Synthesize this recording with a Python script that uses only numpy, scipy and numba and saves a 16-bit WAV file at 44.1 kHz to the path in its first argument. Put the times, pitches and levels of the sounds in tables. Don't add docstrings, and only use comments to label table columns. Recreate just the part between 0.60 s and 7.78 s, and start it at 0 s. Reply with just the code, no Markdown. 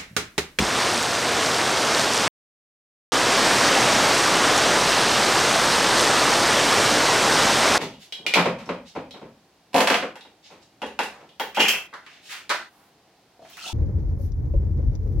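import sys
import numpy as np
from scipy import signal
from scipy.fft import rfft, irfft, next_fast_len
from scipy.io import wavfile
from scipy.ndimage import uniform_filter1d
from numba import njit

SR = 44100
rng = np.random.default_rng(int(sys.argv[2]) if len(sys.argv) > 2 else 0)


def wav_record(signal):
    frames = np.transpose(np.atleast_2d(signal))
    bounded = np.clip(frames, -1, 1)
    quanta = np.round(bounded * 32767).astype(np.int16)
    wavfile.write(sys.argv[1], SR, quanta)


N = 316638


def undb(db):
    return 10 ** (np.asarray(db) / 20)


def along_hz(table, hz):
    table_hz, db = np.transpose(table)
    return np.interp(np.log(np.maximum(hz, 1)), np.log(table_hz), db)


def colour(x, table, size=4096):
    spectrum = undb(along_hz(table, np.fft.rfftfreq(size, 1 / SR)))
    cepstrum = irfft(np.log(spectrum))
    cepstrum[1:size // 2] *= 2
    cepstrum[size // 2 + 1:] = 0
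    impulse = irfft(np.exp(rfft(cepstrum)))
    return signal.fftconvolve(x, impulse)[:N]


def walk(rate):
    hold = int(SR / rate)
    steps = np.repeat(rng.standard_normal(N // hold + 1), hold)
    return uniform_filter1d(uniform_filter1d(steps, hold), hold)[:N]


@njit
def rings(length, start, hz, cycles, size):
    out = np.zeros(length)
    for k in range(len(start)):
        step = hz[k] / SR
        for i in range(min(int(6 * cycles[k] / step), length - start[k])):
            age = i * step / cycles[k]
            envelope = np.e * 2 * age * np.exp(-2 * age)
            out[start[k] + i] += size[k] * envelope * np.sin(2 * np.pi * i * step)
    return out


def knocks(table, cycles):
    s, db, hz = np.transpose(table)
    start = (s * SR - cycles * SR / hz / 2).clip(0).astype(int)
    return rings(N, start, hz, np.full(len(s), cycles), undb(db))


def wavering_noise(swell_db, flicker_db, flicker_rate):
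    size = next_fast_len(N)
    octave = np.log2(np.maximum(np.fft.rfftfreq(size, 1 / SR), 1) / 25)
    white = rfft(rng.standard_normal(size))
    out, swell = 0, walk(4.02)
    for centre in np.arange(0, 10, .5):
        band = np.cos(np.pi * np.clip(octave - centre, -.5, .5)) ** 2
        waver_db = swell_db * swell + flicker_db * walk(flicker_rate)
        out = out + irfft(white * band, size)[:N] * undb(waver_db)
    return out / out.std()


# (frequency [Hz], relative level per Hz [dB])
RUMBLE_COLOUR = [(30, -22), (70, -3), (130, 1), (300, -19.5), (1000, -47.5)]


def low_rumble():
    rumble = colour(rng.standard_normal(N), RUMBLE_COLOUR)
    return undb(-45.5) * rumble / rumble.std()


# (time [s], level before the body's own [dB])
CAMERA_KNOCKS = [(.0045, -16), (.025, -16)]
# (frequency [Hz], level added to the knock [dB])
BODY_MODES = [(200, -1.5), (330, -5), (87, -9.5), (53, -9.5)]


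def camera_thumps():
    blows = [(s, db + mode_db, hz) for s, db in CAMERA_KNOCKS for hz, mode_db in BODY_MODES]
    return knocks(blows, cycles=1.5)


# (time [s], peak of the main ring [dB], pitch [Hz])
CLOSE_DROPS = [(.1056, -14, 3230), (.164, -15, 3660), (.3785, -11, 4910), (.4288, -10, 6850),
               (.6856, -14, 3270), (1.3488, -6.5, 4350), (1.3959, -13, 4390), (1.5353, -12, 5940),
               (1.5775, -8.5, 5940), (3.9791, -8, 6290), (4.9456, -12, 3960), (5.1305, -13, 4740),
               (5.384, -11, 4120), (5.7395, -10, 4870), (6.2615, -13, 4860), (6.8347, -11, 5340)]


def close_ticks():
    overtones = np.array(CLOSE_DROPS) * (1, 1, 1.65)
    return knocks(CLOSE_DROPS, cycles=1.8) + undb(-11) * knocks(overtones, cycles=2.2)


def roar():
    return wavering_noise(swell_db=-0.77, flicker_db=0.74, flicker_rate=12)


def spatter(count, low_hz, high_hz, cycles, scatter_db, most_db):
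    when, pitch, long, big = rng.random((count, 4)).T
    hz = low_hz * (high_hz / low_hz) ** pitch
    db = most_db * np.tanh(-scatter_db * np.log(1 - big) / most_db)
    size = undb(db) * hz / low_hz
    out = rings(N, (when * N).astype(int), hz, cycles * (.5 + long), size)
    return out / out.std()


# (time [s], rise [dB])
FLURRIES = [(.42, 1), (.84, 3), (1.4, 3.5), (1.58, 3), (3.97, 2), (5.41, 6), (6.78, 3.5)]


def splash_level_db(t, pour_db):
    half_length_s = .04
    flurry_db = sum(db * np.exp(-((t - s) / half_length_s) ** 2) for s, db in FLURRIES)
    lag_db = -7 - 0.36 * (pour_db + 19.5)
    return lag_db + flurry_db + .7 * walk(4)


# (time [s], level [dB])
POUR_LEVEL = [(0.05, -23.5), (0.22, -20.5), (0.48, -23), (.75, -21.5), (1.1, -20.5), (1.35, -20),
              (1.62, -20.5), (2.58, -18.5), (3.4, -17), (3.8, -17.5), (4.14, -18.5), (4.5, -18.5),
              (4.9, -18.5), (5.3, -17.5), (5.6, -17), (6.0, -18), (6.5, -18.5), (7.15, -17)]
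# (frequency [Hz], relative level per Hz [dB])
RAIN_COLOUR = [(30, -28.5), (119, -7.5), (190, -6), (250, -3), (650, -1), (1150, -2), (1700, -4.5),
               (2500, -8), (5700, -11), (7300, -16), (8500, -16), (10700, -26.5), (14500, -35.5),
               (15600, -43)]
# (frequency [Hz], level against the roar [dB])
SIDE_COLOUR = [(30, -17), (110, -22), (200, -31), (380, -37), (700, -42), (1290, -33), (2380, -27),
               (4400, -21), (8120, -18.5), (15000, -12)]


def downpour():
    t = np.arange(N) / SR
    pour_db = np.interp(t, *np.transpose(POUR_LEVEL))
    splash_db = splash_level_db(t, pour_db)
    splash = spatter(count=16000, low_hz=3000, high_hz=14000, cycles=1.5, scatter_db=3, most_db=16)
    drum = spatter(count=6000, low_hz=300, high_hz=3000, cycles=1.2, scatter_db=2.5, most_db=12)
    rain = colour(roar() + undb(splash_db) * splash + undb(-15.5) * drum, RAIN_COLOUR)
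    patchy = wavering_noise(swell_db=1.5, flicker_db=6, flicker_rate=20)
    side = colour(colour(patchy, RAIN_COLOUR), SIDE_COLOUR)
    gain = undb(pour_db) / rain.std()
    return gain * rain, gain * side


# (frequency [Hz], left minus right [dB])
CHANNEL_TILT = [(60, -.8), (150, 0), (1500, 0), (3200, -.5), (5400, -1.4), (7500, -.9), (9600, -1.2),
                (12500, 0)]


def stereo(mid, side):
    size = next_fast_len(N)
    tilt = undb(along_hz(CHANNEL_TILT, np.fft.rfftfreq(size, 1 / SR)) / 2)
    spectrum = rfft(mid, size)
    left = irfft(spectrum * tilt, size)[:N]
    right = irfft(spectrum / tilt, size)[:N]
    return np.array([left + side, right - side])


def scene():
    rain, side = downpour()
    return stereo(rain + low_rumble() + close_ticks() + camera_thumps(), side)


# (start [s], end [s])
DROPOUT = (1.6796, 2.5202)
RETURN_OFFSET = (.002, 0.0029)


def record(dry):
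    t = np.arange(N) / SR
    before = dry * (t < DROPOUT[0])
    after = (dry + np.array(RETURN_OFFSET)[:, None]) * (t > DROPOUT[1])
    top_hz = 15700
    lowpass = signal.ellip(14, .2, 80, top_hz, fs=SR, output="sos")
    return signal.sosfilt(lowpass, before + after)


dry = scene()
out = record(dry)
wav_record(out)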